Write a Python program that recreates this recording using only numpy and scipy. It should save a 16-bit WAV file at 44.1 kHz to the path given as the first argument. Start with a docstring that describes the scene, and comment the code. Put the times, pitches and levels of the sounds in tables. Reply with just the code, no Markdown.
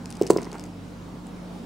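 """A fridge-like hum and room noise are heard first; then beads tick inside a small toy, which a kitten
bats over a wooden floor close by, so that it knocks, bounces and scuffs on the boards.
Knocks and ticks are sums of decaying modes driven by short contact forces; scuffing is a dense train
of tiny random impulses, filtered; the air is shaped noise, the hum a set of wavering sines.
Knocks, scuffs and ticks also excite a reverberant room of sparse random taps."""
import sys
import numpy as np
from scipy import signal
from scipy.fft import rfft, irfft
from scipy.io import wavfile
from scipy.ndimage import uniform_filter1d

SR = 44100
rng = np.random.default_rng(int(sys.argv[2]) if len(sys.argv) > 2 else 0)


def int16_out(signal):
    """Quantize to a 16-bit WAV file."""
    q = np.round(np.clip(np.atleast_2d(signal).T, -1, 1) * 32767)
    wavfile.write(sys.argv[1], SR, q.astype(np.int16))


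def volts(x):
    """Linear amplitude factor 10**(x/20) for a level x in dB, scalar or array-like."""
    e = np.asarray(x, float) / 20
    return 10 ** e


N = 72765  # length in samples

# Spectrum of the room noise: frequency_hz, relative_density_db
AIR_SPECTRUM = [(20, -11), (35, -8), (70, -8), (120, -3), (180, 2.5), (240, 5), (350, -2), (857, -8.5),
                (1200, -12.5), (1850, -20), (4110, -24.5), (7310, -30), (9900, -34), (12000, -39.5),
                (16000, -45)]
# Left-right likeness of the room noise: frequency_hz, correlation (no unit)
AIR_LIKENESS = [(60, 0.74), (180, 0.83), (550, 0.68), (1650, 0.2), (4970, 0.56), (15000, 0.46)]
# Tones of the appliance, before panning: frequency_hz, rms_level_db, rms_wavering_db
HUM_TONES = [(49.5, -51.5, -0.4), (98.8, -51, 3.0), (145, -53, -0.5), (178.1, -43.5, 1.0), (233.7, -50, 2),
             (270, -56, 2.5), (301, -55.5, 5)]
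# Level of the toy's scuffing, before panning: time_s, level_db
SCUFF_LEVEL = [(0, -55), (.12, -56), (.2, -49), (.24, -47), (.3, -58), (.34, -54), (.4, -46), (.45, -49),
               (.49, -52), (.525, -44.5), (.553, -41), (.575, -51.5), (.6, -58), (.7, -78)]
# Spectrum of the scuffing: frequency_hz, relative_density_db
SCUFF_SPECTRUM = [(300, -42), (550, -9), (820, 3.5), (1100, -9), (1400, -7.5), (2200, -13.5), (3200, -23),
                  (5000, -30.5), (9000, -27), (14000, -55)]
# Beads striking the shell, before rebounds and panning: strike_s, peak_db, brightness_hz
BEAD_STRIKES = [(.0581, -24, 5000), (.0781, -41, 5400), (.1051, -25, 7200), (.1126, -29, 6800),
                (.1261, -27, 6560), (.1539, -34, 5550), (.1576, -38, 4600), (.1675, -35.5, 5800),
                (.1706, -29, 7440), (.2153, -26, 5750), (.2231, -19.5, 6100), (.2311, -42, 8000),
                (.2338, -30, 6900), (.2533, -39, 5160), (.2672, -24.5, 5300), (.27, -24.5, 5700),
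                (.2753, -24.5, 6300), (.3003, -21, 7500), (.3047, -13, 8000), (.3069, -11, 7400),
                (.3126, -17.5, 7460), (.3339, -29, 7700), (.3731, -20, 5250), (.3754, -27, 5550),
                (.3881, -39, 4400), (.418, -28, 8000), (.429, -30, 5900), (.4326, -28.5, 5470),
                (.446, -31, 5030), (.4537, -35, 6100), (.4975, -45, 3500), (.517, -30, 6000),
                (.5301, -27.5, 6300), (.538, -39, 5200), (.5516, -38, 4470), (.5836, -35, 5200),
                (.5889, -46, 5720), (.5963, -28, 5740), (.6076, -36, 6140), (.6139, -35, 4500),
                (.6273, -53, 5500), (.6395, -27, 7000), (.6554, -41, 6200), (.6636, -37, 5800),
                (1.2692, -36, 10000)]
# Modes of the toy's shell, before random detuning and lift: frequency_hz, level_db, t60_s
SHELL_MODES = [(2845, -0.5, 0.0055), (3700, -6.5, 0.003), (5000, -3.5, .004), (6300, -4, 0.0022),
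               (8000, -3, 0.0027), (9640, -7, 0.0027), (11400, -11, 0.0018), (13500, -22, .0015)]
# Landings of the toy, before panning: start_s, peak_db, contact_ms, brightness_db_per_octave
LANDINGS = [(0.2128, -6.5, 1.14, -4), (.232, -25.5, 1.7, 11.5), (0.2554, -31, 1.3, 2),
            (.2655, -30, 1.43, 1), (0.3022, -1, 0.57, -0.5), (.339, -25.5, 1.04, -6),
            (0.3623, -10.5, 0.57, -3.5), (0.3846, -18, 0.25, 2), (.422, -28, 0.48, 1.5),
            (.468, -27, 0.5, 4.5), (.528, -31, .5, 0), (.550, -30, 0.82, 4.5)]
# Modes of the floor boards, before the brightness tilt: frequency_hz, level_db, t60_s
BOARD_MODES = [(137.2, -23.5, 0.34), (205.4, -8, 0.044), (269, -7.5, 0.0306), (343.7, -5.5, 0.048),
               (390.6, 5, 0.024), (513, -12, 0.025), (596, -23, .04), (670, -17, 0.033), (792, -26, 0.047),
               (955, -14, 0.023), (1247, -24.5, 0.013), (1550, -31.5, 0.017), (2025, -25, 0.015),
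               (2590, -43, 0.025)]
# Reverberation time of the room: frequency_hz, t60_s
ROOM_DECAY = [(130, 0.52), (250, .5), (400, 0.24), (1000, 0.37), (4000, 0.26), (10000, 0.18)]

AIR_DB, PATCH_DB, SWELL_DB = -42, 1.37, 0.54  # mean level; rms depth of patches and of swell
SCUFF_PER_S, SCUFF_GRAIN_DB = 1200, 4  # catches per second; scale of their random level
RATTLE_START_S, RATTLE_END_S = .03, .67  # span of the faint random bead ticks
SMALL_PER_S, SMALL_FLOOR_DB = 70, -48.5  # their rate and lowest nominal level
BRIGHT_DB_PER_OCT, SHELL_SPREAD_DB = 12, 2  # fall away from the brightness; random mode lift
REBOUND_SPREAD_S, REBOUND_DB, LEAD_S = .0005, -6.5, .0002
BOARD_RISE_CYCLES, SHELL_RISE_CYCLES = 0.53, 0.11  # ringing builds up over this many cycles
BOARD_CUT_HZ = 122.6  # the boards radiate little below this
KNOCK_WET_DB, TICK_WET_DB, ROOM_LIKENESS = -13.5, -14, 0.58
KNOCK_PAN_DB, TICK_PAN_DB, AIR_PAN_DB = -2, 4, -1  # left level minus right level
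MIRROR_HZ, MIRROR_DB, MIRROR_BAND_HZ = 16000, -25, (450, 2200)
EDGE_HZ = 15880  # top edge of the band


def evened(x):
    """Normalization: scales a signal to an rms value of 1."""
    return x / np.sqrt(np.mean(x ** 2) + 1e-20)


def read(points, hz):
    """Interpolation: reads a table linearly along a log-frequency axis."""
    f, value = np.transpose(points)
    return np.interp(np.log(hz + 1), np.log(f + 1), value)


def add(mix, start_s, sound):
    """Superposition: adds a sound to the mix from a given time."""
    part = mix[round(start_s * SR):][:len(sound)]
    part += sound[:len(part)]


def slow(top_hz, count):
    """Random drift: sums slow sines of random phase, weaker as they quicken, to rms 1."""
    t = np.arange(N) / SR
    f = np.geomspace(.4, top_hz, 12)[:, None]
    drifts = []
    for turns in rng.random((count, 12)):
        waves = np.sin(2 * np.pi * (f * t + turns[:, None])) / np.sqrt(f)
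        drifts.append(evened(waves.sum(0)))
    return np.array(drifts)


def struck(modes, lift_db, contact_s, rise_cycles, size):
    """Modal excitation: a half-sine force drives decaying modes; pressure is the slope, peak 1."""
    t = np.arange(size) / SR
    ring = np.zeros(size)
    for (hz, db, t60), lift in zip(modes, lift_db):
        decay = volts(db + lift - 60 * t / t60)
        build_up = 1 - np.exp(-t * hz / rise_cycles)
        ring += decay * build_up * np.sin(2 * np.pi * hz * t)
    force = np.sin(np.pi * np.clip(t[:256] / contact_s, 0, 1))
    pressure = np.gradient(np.convolve(ring, force)[:size])
    return pressure / abs(pressure).max()


def air():
    """Shaped noise: partly correlated stereo spectra with drifting patches and a slow swell."""
    frames, hz = N // 512 + 6, np.fft.rfftfreq(2048, 1 / SR)
    a, b, c, d, patches = rng.standard_normal((frames, 1025, 5)).T
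    patches = uniform_filter1d(patches, 20, 0)  # smooth over frequency
    patches = evened(uniform_filter1d(patches, 6, 1))  # then over time
    likeness = np.clip(read(AIR_LIKENESS, hz), -1, 1)[:, None]
    left = a + 1j * b
    right = likeness * left + np.sqrt(1 - likeness ** 2) * (c + 1j * d)
    spectra = np.array([left, right]) * volts(read(AIR_SPECTRUM, hz)[:, None] + PATCH_DB * patches)
    noise = signal.istft(spectra, nperseg=2048, noverlap=1536)[1]
    noise = evened(noise[:, 1024:N + 1024])
    return volts(AIR_DB + SWELL_DB * slow(4.3, count=1)) * noise


def hum():
    """Amplitude modulation: low steady tones of an appliance, each wavering in level."""
    t, out = np.arange(N) / SR, np.zeros(N)
    drifts = slow(6.78, count=len(HUM_TONES))
    turns = rng.random(len(HUM_TONES))
    for (hz, db, waver_db), drift, turn in zip(HUM_TONES, drifts, turns):
        level = np.sqrt(2) * volts(db + waver_db * drift)  # sine peak from rms
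        out += level * np.sin(2 * np.pi * (hz * t + turn))
    return out


def scuff():
    """Friction noise: dense tiny catches of cloth on wood, coloured by the boards."""
    present = rng.random(N) < SCUFF_PER_S / SR
    size = volts(SCUFF_GRAIN_DB * np.minimum(rng.exponential(1, N), 5))
    catches = present * size * rng.choice([-1., 1.], N)
    colour = volts(read(SCUFF_SPECTRUM, np.fft.rfftfreq(N, 1 / SR)))
    coloured = evened(irfft(rfft(catches) * colour, N))
    return coloured * volts(np.interp(np.arange(N) / SR, *np.transpose(SCUFF_LEVEL)))


def rattle():
    """Impact of beads on a shell: bursts of strikes excite the modes near each one's brightness."""
    span_s = RATTLE_END_S - RATTLE_START_S
    strikes = list(BEAD_STRIKES)
    for a, b, c in rng.random((round(SMALL_PER_S * span_s), 3)):  # faint random ticks
        strikes.append((RATTLE_START_S + a * span_s, SMALL_FLOOR_DB - 3.96 * np.log(b), 4000 * 2 ** (0.92 * c)))
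    out, mode_hz = np.zeros(N), np.array([mode[0] for mode in SHELL_MODES])
    chance = rng.standard_normal((len(strikes), 2 * len(SHELL_MODES) + 4))
    for (strike_s, db, bright_hz), c in zip(strikes, chance):
        lift_db = SHELL_SPREAD_DB * c[4::2] - BRIGHT_DB_PER_OCT * abs(np.log2(mode_hz / bright_hz))
        modes = [(hz * (1 + 0.065 * d), m_db, t60) for (hz, m_db, t60), d in zip(SHELL_MODES, c[5::2])]
        tick = volts(db) * struck(modes, lift_db, .00009, SHELL_RISE_CYCLES, size=400)
        start_s = strike_s - LEAD_S
        add(out, start_s, tick)
        # two weaker strikes, shortly before or after, of random polarity
        for late, size in c[:4].reshape(2, 2):
            rebound = volts(REBOUND_DB - 8.4 * abs(size)) * np.sign(size) * tick
            add(out, start_s + REBOUND_SPREAD_S * late, rebound)
    return out


def knocks():
    """Contact time: each landing rings the same boards, duller the longer the contact lasts."""
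    out = np.zeros(N)
    octaves = np.log2([mode[0] / 400 for mode in BOARD_MODES])
    cut = signal.butter(4, BOARD_CUT_HZ, "high", fs=SR, output="sos")
    for start_s, db, contact_ms, tilt_db in LANDINGS:
        contact_s = max(contact_ms, .2) / 1000
        ring = struck(BOARD_MODES, tilt_db * octaves, contact_s, BOARD_RISE_CYCLES, size=16000)
        ring = signal.sosfilt(cut, ring)
        add(out, start_s, volts(db) * ring / abs(ring).max())
    return out


def room(x):
    """Reverberation: convolves with sparse random taps, each band decaying at its own rate."""
    taps = np.zeros((2, SR))
    # one tap in every 20 samples, after a gap of 300
    at = np.arange(300, SR - 20, 20) + rng.integers(0, 20, (2, (SR - 301) // 20))
    np.put_along_axis(taps, at, rng.choice([-1., 1.], at.shape), 1)
    taps[1] = ROOM_LIKENESS * taps[0] + np.sqrt(1 - ROOM_LIKENESS ** 2) * taps[1]
    hz, t, spectra = signal.stft(taps, SR, nperseg=512)
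    decay = volts(-60 * t / read(ROOM_DECAY, hz)[:, None])
    tail = signal.istft(spectra * decay, SR, nperseg=512)[1]
    tail = tail / np.linalg.norm(tail[0])
    return signal.fftconvolve(x[None], tail, axes=1)[:, :N]


def scene():
    """Superposition: direct toy sounds, their reverberation and the background, panned by level."""
    side = np.array([[.5], [-.5]])  # left, right
    background = air() + hum()
    wood = scuff() + knocks()
    beads = rattle()
    wet = room(volts(KNOCK_WET_DB) * wood + volts(TICK_WET_DB) * beads)
    direct = wood * volts(KNOCK_PAN_DB * side) + beads * volts(TICK_PAN_DB * side)
    return direct + wet + background * volts(AIR_PAN_DB * side)


def top_cut(x):
    """Nothing passes above the cut-off."""
    return signal.sosfilt(signal.butter(12, 17060, fs=SR, output="sos"), x)


def record(dry):
    """Modulation and band limiting: a faint mirror image of the bass lies under the top edge."""
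    band = signal.butter(2, MIRROR_BAND_HZ, "band", fs=SR, output="sos")
    carrier = np.cos(2 * np.pi * MIRROR_HZ * np.arange(N) / SR)
    mirror = volts(MIRROR_DB) * signal.sosfilt(band, dry) * carrier
    low_pass = signal.firwin(1023, EDGE_HZ, window=("kaiser", 8), fs=SR)
    mix = signal.oaconvolve(np.clip(dry, -1, 1) + mirror, low_pass[None], "same")
    return top_cut(mix)


dry = scene()
out = record(dry)
int16_out(out)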